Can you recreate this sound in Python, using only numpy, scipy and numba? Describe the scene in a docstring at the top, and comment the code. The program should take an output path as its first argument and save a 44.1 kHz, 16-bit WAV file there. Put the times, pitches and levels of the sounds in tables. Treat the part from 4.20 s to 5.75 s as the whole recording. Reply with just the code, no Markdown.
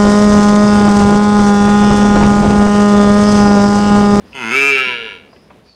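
"""A small walled farmyard: a buffalo calf bawls once, close to the microphone.
Vocal-fold pulses ring its throat and nose; the mouth opens, the call overloads the microphone,
then sags into a creak. One soft knock falls in the call, a few follow; ground and wall reflect
both calf and knocks. Behind them: thin distant chirps and the low murmur of the farm."""
import sys
import numpy as np
from scipy import signal
from scipy.fft import rfft, irfft
from scipy.io import wavfile
from scipy.ndimage import uniform_filter1d
from numba import njit

SR = 44100
rng = np.random.default_rng(int(sys.argv[2]) if len(sys.argv) > 2 else 0)


def wav_record(signal):
    """Record a signal, one row per channel, as 16-bit PCM in the file named by sys.argv[1]."""
    frames = np.transpose(np.atleast_2d(signal))
    bounded = np.clip(frames, -1, 1)
    # unit amplitude maps onto the largest positive 16-bit level
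    quanta = np.round(bounded * 32767).astype(np.int16)
    wavfile.write(sys.argv[1], SR, quanta)


N = 68355
T = np.arange(N) / SR

# murmur spectrum: f/Hz, relative density/dB
MURMUR_SPECTRUM = [(25, -24), (60, -1.5), (130, -4), (200, 3), (320, -4), (470, -3), (750, -10.5),
                   (1400, -16), (2400, -19), (3800, -23.5), (6500, -33), (7800, -36.5), (10000, -35.5),
                   (15500, -44)]
# murmur envelope: t/s, level/dB
MURMUR_LEVEL = [(0, -43.5), (.6, -45.5), (1.2, -46.5), (1.37, -46.5), (1.43, -49), (1.55, -50.5)]
# chirps: t/s, length/s, start f/Hz, end f/Hz, level/dB
DISTANT_CHIRPS = [(0.029, 0.26, 4900, 5150, -56.5), (1.077, 0.15, 4860, 5050, -60.5),
                  (1.179, 0.125, 5030, 5150, -62.5), (1.425, 0.18, 4750, 4250, -54.5),
                  (1.446, 0.075, 2420, 2400, -61)]
# ground and wall reflections: delay/s, gain/dB
REFLECTIONS = [(.0029, -15), (.0091, -20)]
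# knocks: t/s, peak level/dB, ring f/Hz
SOFT_KNOCKS = [(0.666, -26.5, 205), (1.13, -34.5, 700), (1.162, -34.5, 240), (1.302, -36.5, 425),
               (1.305, -33.5, 920)]
# fold pitch in the call and its closing creak: t/s, f/Hz
CALL_PITCH = [(0.15, 138.3), (0.18, 131.4), (0.24, 112.8), (0.272, 111.2), (0.3, 113.7), (0.334, 129.5),
              (0.356, 135.3), (0.444, 139.9), (0.478, 140.5), (0.51, 138.1), (0.548, 134.3), (0.658, 126.4),
              (0.834, 113.6), (0.898, 103.6), (0.95, 90.13)]
CREAK_PITCH = [(1.0, 81), (1.12, 70)]
# fold unsteadiness: t/s, roughness/0-1
ROUGHNESS = [(.15, 0.6), (.27, 0.41), (.315, 0.88), (.345, 0.8), (.385, 0.25), (.55, 0.21), (.72, 0.12),
             (.88, 0.6), (1.0, 0.8)]
# vocal effort: t/s, relative level/dB
CALL_EFFORT = [(.122, -50), (.143, -42), (.15, -28.5), (.2, -25), (.24, -20.5), (.295, -18.5), (.365, -9.8),
               (.53, -10.5), (.64, -15.3), (.73, -19), (.77, -24), (.87, -26.8), (.94, -32), (1.0, -43),
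               (1.12, -58)]
# mouth: t/s, posture (0 pursed, 1 nasal, 2 wide open, 3 slack)
MOUTH_POSTURE = [(.15, 0.0), (.235, 1.0), (.29, 1.1), (.37, 1.85), (.5, 2.07), (.6, 2.5), (.7, 2.75),
                 (.8, 3.0)]
# throat and nose resonances per posture: f/Hz, width/Hz, relative gain/dB
NASAL_FORMANTS = [(209, 27, 5), (398, 93, -4.5), (700, 160, -19.5), (940, 70, 1), (1371, 100, 3.5),
                  (1502, 210, -1), (2082, 118, 0.5), (2577, 67, 4), (2967, 84, -5), (3390, 120, -12),
                  (4410, 299, -21), (4960, 110, -14.5), (6360, 200, -14.5), (8950, 560, -24.5),
                  (11400, 1900, -35.5), (13800, 2000, -50)]
OPEN_FORMANTS = [(259, 40, -15.5), (398.7, 27.5, 0), (700, 59, -22), (1040, 35, -20), (1250, 41, -3.5),
                 (1590, 250, -8.5), (2335, 43, 9), (2661, 63.6, 4), (3210, 335, -16.5), (3860, 260, -20),
                 (4730, 480, -25), (5156, 220, -17.5), (6524, 270, -21.5), (9200, 300, -27),
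                 (11300, 2000, -45), (13600, 2500, -37)]
SLACK_FORMANTS = [(225.05, 26, -15), (454, 21, 6.5), (780, 150, -30.5), (975, 27, -3.5), (1395, 51.5, 1),
                  (1683, 108, -1.5), (2268, 104, 4), (2803, 152, 4), (3280, 360, -6.5), (3845, 235, -8),
                  (4800, 480, -23), (5740, 80, -19), (6720, 180, -32), (9000, 470, -32.5),
                  (9930, 870, -34.5), (13500, 2000, -63)]
# colour of nearly shut lips: f/Hz, gain/dB
LIP_COLOUR = [(230, -6), (380, 1), (950, -0.5), (1400, -8), (2200, -2), (2560, -1), (2950, 9.5), (4000, -3),
              (9000, 1)]
# fundamental radiated by the body: relative level/dB for nasal, open, slack
CHEST_TONE_DB = [-24, -31, -28]


def undb(db):
    """Decibels to gain."""
    return 10 ** (np.asarray(db) / 20)


def unit(x):
    """Scale to rms 1."""
    return x / np.sqrt(np.mean(x ** 2))


def curve(rows, at=T):
    """Linear interpolation of (x, value) rows."""
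    return np.interp(at, *np.array(rows, float).T)


def lowpass(x, hz, order=1):
    """Butterworth treble cut."""
    return signal.sosfilt(signal.butter(order, hz, fs=SR, output="sos"), x)


def wander(hz):
    """Random drift below hz, rms 1."""
    return unit(lowpass(rng.standard_normal(N), hz, order=2))


@njit
def svf(x, hz, width_hz):
    """State-variable band-pass; centre and width per sample."""
    y, band_state, low_state = np.empty(len(x)), 0., 0.
    for i in range(len(x)):
        g, damping = np.tan(np.pi * hz[i] / SR), width_hz[i] / hz[i]
        band = (band_state + g * (x[i] + 1e-18 - low_state)) / (1 + g * (g + damping))
        band_state = 2 * band - band_state
        low_state += 2 * g * band
        y[i] = damping * band
    return y


def ring(x, hz, width_hz):
    """One resonance, gain 1 at its centre."""
    return svf(x, hz * np.ones(N), width_hz * np.ones(N))


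def farm(whine_hz=9500, whine_db=-79.5):
    """Low, slightly wavering murmur and a faint high whine."""
    hz, db = np.array(MURMUR_SPECTRUM, float).T
    bins_hz = np.fft.rfftfreq(N, 1 / SR)
    colour = undb(np.interp(np.log(bins_hz + 1), np.log(hz), db))
    murmur = unit(irfft(rfft(rng.standard_normal(N)) * colour, N))
    murmur *= undb(curve(MURMUR_LEVEL) + wander(6.9))
    whine = unit(wander(70) * np.sin(2 * np.pi * whine_hz * T))
    return murmur + undb(whine_db) * whine


def chirps(waver_hz=72, haze_width_hz=1500, haze_db=-2):
    """Thin wavering whistles, blurred by distance."""
    out = np.zeros(N)
    for start_s, length_s, from_hz, to_hz, db in DISTANT_CHIRPS:
        along = np.clip((T - start_s) / length_s, 0, 1)
        hz = from_hz + (to_hz - from_hz) * along
        whistle = unit(wander(waver_hz) * np.sin(2 * np.pi * np.cumsum(hz) / SR))
        haze = ring(rng.standard_normal(N), hz, haze_width_hz)
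        haze = unit(ring(haze, hz, haze_width_hz))
        out += undb(db) * np.sin(np.pi * along) * (whistle + undb(haze_db) * haze)
    return out


def yard(x, bright_db=-11.5, boom_db=-13, boom_hz=476):
    """Ground and wall echoes, a short bright tail and a lingering low-mid boom."""
    def tail(noise, t60_s):
        response = noise * np.exp(-np.log(1000) * T / t60_s) * (T > .005)
        return signal.fftconvolve(x, response / np.sqrt(np.sum(response ** 2)))[:N]
    hiss = lowpass(rng.standard_normal(N), 9500)
    bright = tail(hiss - lowpass(hiss, 480), t60_s=.24)
    boom = ring(tail(rng.standard_normal(N), t60_s=1.08), boom_hz, boom_hz / 2)
    echoes = sum(undb(db) * np.interp(T - delay_s, T, x) for delay_s, db in REFLECTIONS)
    return x + undb(bright_db) * bright + undb(boom_db) * boom + echoes


def knocks(thud_decay_s=.0076, tick_decay_s=.0033, tick_hz=1850, tick_db=-13, top_hz=2208):
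    """Light knocks: each a dull thud with a brief tick."""
    out = np.zeros(N)
    for start_s, db, hz in SOFT_KNOCKS:
        age_s = np.maximum(T - start_s, 0)
        push = rng.standard_normal(N) * (T >= start_s)
        thud = ring(push * np.exp(-age_s / thud_decay_s), hz, hz / 2)
        tick = ring(push * np.exp(-age_s / tick_decay_s), tick_hz, tick_hz)
        hit = lowpass(thud + undb(tick_db) * tick, top_hz, order=3)
        out += undb(db) * hit / np.abs(hit).max()
    return out


def fold_snap(start_s=.131, peak_db=-24.5, hz=2650, width_hz=400):
    """The folds snap once through the pursed mouth before they vibrate."""
    impulse = signal.unit_impulse(N, int(start_s * SR))
    snap = ring(ring(impulse, hz, width_hz), hz, width_hz)
    return undb(peak_db) * snap / np.abs(snap).max()


def folds(jitter=.013, air_db=-34, rasp_db=-12.5, leak_db=-5.5, leak_hz=9000, top_hz=11000):
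    """A pulse and a turbulent puff per cycle, plus leaking air. Returns source, phase/cycles."""
    rough = curve(ROUGHNESS)
    hz = curve(list(CALL_PITCH) + list(CREAK_PITCH)) * (1 + jitter * rough * wander(60))
    phase = np.cumsum(hz) / SR
    from_closure_samples = (phase - np.round(phase)) * SR / hz
    pulses = unit(np.sinc(from_closure_samples) * np.exp(-(from_closure_samples / 5) ** 2))
    puffs = unit(np.exp(-(phase % 1) / .1) * rng.standard_normal(N))
    source = pulses + (undb(air_db) + undb(rasp_db) * rough) * puffs
    leak = undb(leak_db) * rough * unit(ring(rng.standard_normal(N), leak_hz, leak_hz))
    return lowpass(source, top_hz) + leak, phase


def calf(gain_db=-.8, lip_drop=.04, lip_below_hz=1150):
    """Fold pulses ring resonances that glide between postures; effort sets the loudness."""
    source, phase = folds()
    posture = curve(MOUTH_POSTURE)
    pursed = np.clip(1 - posture, 0, 1)

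    def blend(values):
        return np.interp(posture, [1, 2, 3], values)
    voice = np.zeros(N)
    for k, shapes in enumerate(zip(NASAL_FORMANTS, OPEN_FORMANTS, SLACK_FORMANTS)):
        hz, width_hz, db = (blend(column) for column in np.array(shapes, float).T)
        db += pursed * curve(LIP_COLOUR, at=hz)
        hz *= 1 - lip_drop * pursed * (hz < lip_below_hz)
        through_nose = k < 2
        polarity = (-1) ** (k + through_nose)  # alternates; the nose inverts it
        voice += polarity * undb(db) * ring(source, hz, width_hz)
    power = uniform_filter1d(uniform_filter1d(voice ** 2, size=1200), size=1200)
    voice /= np.sqrt(power + 1e-12)
    chest = undb(blend(CHEST_TONE_DB)) * np.sin(2 * np.pi * phase)
    calling = (T > CALL_EFFORT[0][0]) & (T < CALL_EFFORT[-1][0])
    return (voice + chest) * undb(gain_db + curve(CALL_EFFORT)) * calling


def scene():
    """Calf and knocks in the yard, over the distant sounds; mono."""
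    return (yard(fold_snap() + calf() + knocks()) + chirps() + farm())[None]


def record(dry, ceiling=.74, knee=12, top_hz=15750):
    """Microphone overload flattens the loudest peaks; steep treble cut."""
    clipped = dry / (1 + np.abs(dry / ceiling) ** knee) ** (1 / knee)
    return signal.sosfilt(signal.ellip(10, .2, 80, top_hz, fs=SR, output="sos"), clipped)


dry = scene()
out = record(dry)
wav_record(out)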